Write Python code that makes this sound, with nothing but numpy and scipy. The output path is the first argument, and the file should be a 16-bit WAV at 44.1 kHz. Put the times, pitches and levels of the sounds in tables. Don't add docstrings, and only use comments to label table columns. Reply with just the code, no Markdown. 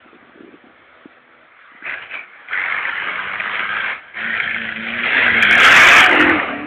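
import sys
import numpy as np
from scipy import signal
from scipy.io import wavfile
from scipy.ndimage import uniform_filter1d

SR = 44100
rng = np.random.default_rng(int(sys.argv[2]) if len(sys.argv) > 2 else 0)


def boost(x):
    u = np.asarray(x, float) / 20
    return 10 ** u


def output_pcm(signal):
    pcm = np.clip(np.atleast_2d(signal).T, -1, 1) * 32767
    wavfile.write(sys.argv[1], SR, np.round(pcm).astype(np.int16))


N = 294096

# press in seconds, lift in seconds.
PEDAL_PUSHES = [
    (1.81, 2.027),
    (2.085, 2.165),
    (2.472, 3.915),
    (4.13, 6.7),
]
# time in seconds, twice the firing rate in Hz.
ENGINE_SPEED = [(1.75, 165), (1.95, 190), (3.1, 188), (3.88, 214), (4.15, 202), (4.27, 232), (4.42, 216),
                (4.6, 232), (4.73, 215), (4.86, 230), (5.2, 248), (5.5, 211), (5.85, 332), (6.04, 374),
                (6.1, 359), (6.29, 344), (6.42, 266), (6.67, 302)]
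CYLINDER_LEVELS = [-3, 1.5, -1.4, -1.5]
# time in seconds, exhaust rasp at full throttle in dB.
NEARNESS = [(1.4, -34.5), (1.88, -22.5), (2.02, -32.5), (2.15, -24.5), (2.6, -21.5), (3.2, -24.5),
            (3.8, -20), (4.2, -22), (4.44, -20.5), (4.8, -28), (5.17, -14), (5.45, -12.5), (5.67, -5),
            (6.0, -4), (6.07, -13), (6.27, -13), (6.44, -23.5), (6.67, -33.5)]
# frequency in Hz, level in dB per Hz.
RASP_SPECTRUM = [(530, -46), (900, -26), (1150, -17), (1400, -8), (1570, -5), (1850, -5), (2150, -3.5),
                 (2430, -4.5), (2650, -12), (3300, -16.5), (3700, -28.5), (4100, -59), (4500, -39.5),
                 (5850, -80), (9900, -120)]
# frequency in Hz, level in dB per Hz.
ROAR_SPECTRUM = [(94, -46.5), (160, -15.5), (194, -13.5), (238, -9), (753, -3), (892, -11.5), (1100, -5),
                 (1430, 0.5), (2420, -120)]
# time in seconds, level added to the roar in dB.
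TAILPIPE_FACING = [(1.41, 8.5), (1.5, 2), (1.7, -4.5), (2.0, 3.5), (2.3, -3.5), (2.6, -3), (3.1, 1),
                   (4.4, -2), (5.12, 3), (5.4, 0), (5.7, 1.5), (6.06, 0.5), (6.1, 13), (6.25, 5.5),
                   (6.45, 12.5), (6.67, 11.5)]
# time in seconds, top resonance in Hz, its level in dB,
# low flank in dB, tilt in dB per octave.
GROUND_PATH = [(0, 3230, 1, 9, 7), (1.7, 3190, 0, 0.5, -8), (2.12, 2900, 1.5, 2.5, -3.5),
               (2.6, 2860, -5.5, 2, -7.5), (2.9, 2960, 7.5, 1.5, -9), (3.2, 3160, 5.5, 8.5, -2.5),
               (3.9, 3235, 5, -2, -8), (4.6, 3140, 5.5, -7, -3.5), (5.1, 3270, 0.5, -2, 2),
               (5.4, 3164, 7, -7, -6.5), (5.9, 3400, 8.5, 7.5, -1.5), (6.2, 2875, 3, 5.5, -3),
               (6.67, 2650, 8.5, 8, -6.5)]
# time in seconds, level in dB.
FAR_DRONE = [(0, -66), (.55, -64), (.8, -68.5), (1.4, -63.5), (1.5, -75.5), (6.67, -93)]
# multiple of firing rate, level in dB.
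FAR_ORDERS = [(3, 0), (4, -2), (5, -6.5), (6, 0), (7, -0.5), (8, -4.5)]
# multiple of firing rate, level in dB.
BETWEEN_ORDERS = [(1.5, -6), (1.75, 0), (2.25, -14)]
# start in seconds, end in seconds, level in dB.
PIPE_BOOMS = [(2.7, 2.78, -55), (3.02, 3.45, -52), (3.45, 3.9, -50), (4.15, 4.35, -44.5),
              (4.21, 4.3, -39.5), (4.43, 4.76, -42), (4.53, 4.65, -42.5), (4.75, 5.03, -34),
              (5.215, 5.58, -31.5), (5.63, 5.72, -29.5), (5.78, 5.92, -35.5), (6.06, 6.18, -27),
              (6.19, 6.35, -19), (6.47, 6.65, -30)]
# start in seconds, end in seconds, level in dB.
TOP_REV_HOWL = [
    (5.792, 6.086, -23),
]
# start in seconds, end in seconds, level in dB.
TAIL_THROB = [
    (6.066, 6.174, -29),
    (6.159, 6.286, -21.5),
    (6.465, 6.66, -41),
]
# time in seconds, rumble in dB.
LOW_RUMBLE = [(0, -50), (.45, -50.5), (1.6, -59.5), (2.6, -55.5), (4.3, -48), (5.14, -47.5), (5.3, -37.5),
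              (6.08, -44.5), (6.67, -45)]
# start in seconds, end in seconds, level in dB.
RUMBLE_SWELLS = [
    (4.91, 4.95, -45),
    (5.3, 5.32, -36),
    (5.45, 5.49, -32.5),
    (5.63, 5.68, -32),
    (6.13, 6.37, -37),
]
# frequency in Hz, level in dB per Hz.
FIELD_SPECTRUM = [(290, -30), (500, -9.5), (965, -7), (1250, 6.5), (2090, 0), (2820, -13.5), (3370, -8.5),
                  (4300, -39), (5590, -66), (9460, -120)]
# start in seconds, end in seconds, level in dB.
WIND_FLUTTER = [
    (.04, .07, -43.5),
    (.115, .15, -43),
    (.18, .32, -52.5),
    (.33, .56, -43),
    (.63, .7, -46),
    (.72, .8, -59),
]
# time in seconds, peak in dB, frequency in Hz.
PORT_PUFFS = [(0.057, -38, 310), (0.129, -35.5, 400), (0.162, -44, 219), (0.225, -41, 270),
              (0.293, -42, 335), (0.355, -41, 280), (0.374, -38, 406), (0.405, -29, 310), (0.432, -33, 310),
              (0.443, -31.5, 307), (0.477, -36, 361), (0.489, -40, 316), (0.54, -32, 305),
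              (0.638, -37.5, 253), (0.666, -39, 270), (0.698, -44, 250), (1.055, -27, 290),
              (1.716, -47.5, 285), (1.747, -43, 244), (1.822, -37, 295)]
# time in seconds, peak in dB, frequency in Hz.
SHORT_BANGS = [(1.8233, -23, 1610), (1.8944, -11, 2020), (1.9351, -13, 2050), (2.1111, -19, 2540),
               (2.4857, -20, 2060), (2.5088, -19, 1320), (2.5301, -8.5, 2100), (2.5531, -13, 1980),
               (2.5745, -8, 1930), (2.5955, -8, 2090), (2.6379, -7.5, 2150), (2.6838, -10, 1850),
               (2.7227, -4.5, 2140), (2.7444, -10, 1830), (2.7776, -7.5, 1840), (2.8524, -6.5, 1980),
               (2.8949, -11, 2050), (2.9813, -9.5, 1830), (3.021, -10.5, 1570), (3.1911, -12, 1580),
               (3.356, -10.5, 1920), (3.3992, -8.5, 2370), (3.8594, -14, 2400), (4.1435, -22, 2240),
               (4.1747, -23, 1580), (4.4004, 0, 2180), (4.5086, -8.5, 2180), (4.5444, -5, 2180),
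               (4.5625, -6.5, 1570), (4.7222, -13, 1680),
               (5.035, -7, 2390), (5.264, 0, 1592), (5.2804, 0.5, 1576), (5.3674, -9, 2130),
               (5.424, 1.5, 2350), (5.432, 1.5, 1716), (5.4493, 0.5, 2294), (5.4861, -4.5, 1510),
               (5.5098, -2, 1503), (5.517, -2.5, 1740), (5.5336, -2.5, 1707), (5.5519, 3, 1780),
               (6.0408, -10, 2004), (6.061, 3.5, 1564), (6.093, 0.5, 1520), (6.1126, 1, 2050),
               (6.128, -3.5, 2022), (6.159, -2, 1396), (6.1951, -3, 1930), (6.204, -2, 1426),
               (6.224, 0.5, 1360), (6.251, -2, 1890), (6.267, -7.5, 1890), (6.2957, 1.5, 1793),
               (6.398, -4.5, 1870)]


def rms_one(x):
    return x / np.sqrt(np.mean(x ** 2) + 1e-20)


def in_time(rows):
    seconds, *columns = np.transpose(rows)
    return [np.interp(np.arange(N) / SR, seconds, column) for column in columns]


def held(rows, rise_s, fall_s):
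    t = np.arange(N) / SR
    total = 0
    for start, end, db in rows:
        rising = (t - start) / rise_s
        falling = 1 + (end - t) / fall_s
        total = total + boost(db) * np.clip(np.minimum(rising, falling), 0, 1)
    return total


def drift(rate):
    r = np.exp(-80 * np.pi * rate / SR)
    slow = signal.lfilter([1], [1, -2 * r, r * r], rng.standard_normal(N // 40 + 2002))[2000:]
    return np.interp(np.arange(N) / 40, np.arange(len(slow)), rms_one(slow))


def coloured(gate, spectrum, octaves, patchy_db, patch_rate, path=lambda hz: 0):
    hz, level_db = np.transpose(spectrum)
    edges = hz[1] * .8 * 2 ** np.arange(0, np.log2(hz[-2] / hz[1]), octaves)
    white = gate * rng.standard_normal((2, N))
    out = 0
    for k, (low, high) in enumerate(zip(edges, edges[1:])):
        sos = signal.butter(2, [low, high], "band", fs=SR, output="sos")
        band = signal.sosfilt(sos, white[k % 2])
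        mid = np.sqrt(low * high)
        level = np.interp(np.log(mid), np.log(hz), level_db)
        out = out + band * boost(level + path(mid) + patchy_db * drift(patch_rate))
    return rms_one(out)


def lumpy(low_hz, high_hz, lump_db, rate):
    noise = boost(lump_db * drift(rate)) * rng.standard_normal(N)
    return rms_one(signal.sosfilt(signal.butter(3, [low_hz, high_hz], "band", fs=SR, output="sos"), noise))


def damped_bursts(events, rise_s, fall_s, trim_db):
    out, t = np.zeros(N + 2000), np.arange(2000) / SR
    shape = (1 - np.exp(-t / rise_s)) * np.exp(-t / fall_s)
    shape = shape / shape.max()
    for s, db, hz in events:
        at = round(s * SR)
        out[at:at + 2000] += boost(db + trim_db) * shape * np.sin(2 * np.pi * (hz * t + rng.random()))
    return out[:N]


def pedal():
    return np.minimum(held([(*push, 0) for push in PEDAL_PUSHES], rise_s=.06, fall_s=.1), 1)


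def engine_turns():
    firing_hz = in_time(ENGINE_SPEED)[0] / 2
    return np.cumsum(firing_hz * (1 + .004 * drift(12))) / SR


def firing_gate(turns, share):
    decay_s, uneven_db = .0038, 2.5
    count = np.floor(turns).astype(int)
    luck = rng.standard_normal(2000)[count]
    cylinder_db = np.array(CYLINDER_LEVELS)[count % 4]
    kicks = np.append(0, np.diff(count)) * boost(cylinder_db + uneven_db * luck)
    gas = signal.lfilter([1], [1, -np.exp(-1 / (decay_s * SR))], kicks)
    gas = gas / np.sqrt(uniform_filter1d(gas ** 2, size=4000) + 1e-9)
    share = np.clip(share, 0, 1)
    return np.sqrt(share * gas ** 2 + 1 - share)


def ground_path(top_hz, top_db, flank_db, tilt_db):
    top, width = np.log2(top_hz), .09

    def gain_db(hz):
        resonance = top_db * np.exp(-((np.log2(hz) - top) / width) ** 2)
        return resonance + flank_db * (hz < 1300) + tilt_db * np.log2(hz / 1900)
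    return gain_db


def exhaust(throttle, turns):
    lift_drop_db, surge_db = 20, .88
    coast_share, load_share = .1, .45
    clear_below_db, blurred_at_db = -19, -12
    roar_coast_db, roar_load_db = -9.5, -17

    near_db, = in_time(NEARNESS)
    rasp_db = near_db - lift_drop_db * (1 - throttle) + surge_db * drift(11.4)
    nearest_db = np.maximum.accumulate(near_db)
    clear = np.clip((nearest_db - blurred_at_db) / (clear_below_db - blurred_at_db), 0, 1)
    gate = firing_gate(turns, coast_share + load_share * throttle * clear)

    path = ground_path(*in_time(GROUND_PATH))
    rasp = coloured(gate, RASP_SPECTRUM, octaves=.11, patchy_db=3.2, patch_rate=6, path=path)
    rasp = rasp / np.sqrt(uniform_filter1d(rasp ** 2, size=3000))

    roar_db = roar_coast_db + (roar_load_db - roar_coast_db) * throttle + in_time(TAILPIPE_FACING)[0]
    roar = coloured(np.sqrt(gate), ROAR_SPECTRUM, octaves=.2, patchy_db=2.5, patch_rate=11)
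    return boost(rasp_db) * (rasp + boost(roar_db) * roar)


def orders(turns, table, wobble_db):
    total = 0
    for multiple, db in table:
        tone = np.sin(2 * np.pi * (multiple * turns + rng.random()))
        total = total + np.sqrt(2) * boost(db + wobble_db * drift(17)) * tone
    return total


def pipe_tones(turns):
    boom, howl, throb = (held(rows, rise_s=.042, fall_s=.05) for rows in (PIPE_BOOMS, TOP_REV_HOWL, TAIL_THROB))
    families = [
        (boost(in_time(FAR_DRONE)[0]), FAR_ORDERS),
        (boom, [(2, 0)]),
        (boost(-14.5) * boom + throb, BETWEEN_ORDERS),
        (boost(-13) * boom, [(3, 0), (5, 0)]),
        (boost(-19) * boom + howl, [(4, 0)]),
    ]
    return sum(gain * orders(turns, family, wobble_db=1.6) for gain, family in families)


def low_rumble(throttle):
    lift_drop_db = 16
    shake = boost(in_time(LOW_RUMBLE)[0] - lift_drop_db * (1 - throttle))
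    shake = shake + held(RUMBLE_SWELLS, rise_s=.079, fall_s=.045)
    return shake * lumpy(63, 170, lump_db=2, rate=9.9)


def field_hush():
    return boost(-50) * coloured(1, FIELD_SPECTRUM, octaves=.21, patchy_db=2.6, patch_rate=9)


def wind_on_microphone():
    flutter = held(WIND_FLUTTER, rise_s=.02, fall_s=.03) * boost(-5.5) * lumpy(200, 420, lump_db=2.5, rate=30)
    puffs = damped_bursts(PORT_PUFFS, rise_s=.004, fall_s=.0028, trim_db=2)
    return flutter + signal.sosfilt(signal.butter(3, 170, "high", fs=SR, output="sos"), puffs)


def short_bangs():
    return damped_bursts(SHORT_BANGS, rise_s=.0005, fall_s=.0035, trim_db=-4)


def scene():
    throttle, turns = pedal(), engine_turns()
    car = exhaust(throttle, turns) + pipe_tones(turns) + low_rumble(throttle) + short_bangs()
    return (car + field_hush() + wind_on_microphone())[None]


def band_limit(x):
    return signal.sosfilt(signal.butter(12, 15780, fs=SR, output="sos"), x)


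def record(dry):
    preamp_top, overload = 1.18, .712
    rounded = preamp_top * np.tanh(dry / preamp_top)
    slope = signal.butter(16, 4120, fs=SR, output="sos")
    wall = signal.ellip(8, .5, 70, 4520, fs=SR, output="sos")
    narrow = signal.sosfilt(np.vstack([slope, wall]), rounded)
    narrow = narrow * np.minimum(np.arange(N)[::-1] / 30, 1)
    return band_limit(np.clip(narrow, -overload, overload))


dry = scene()
out = record(dry)
output_pcm(out)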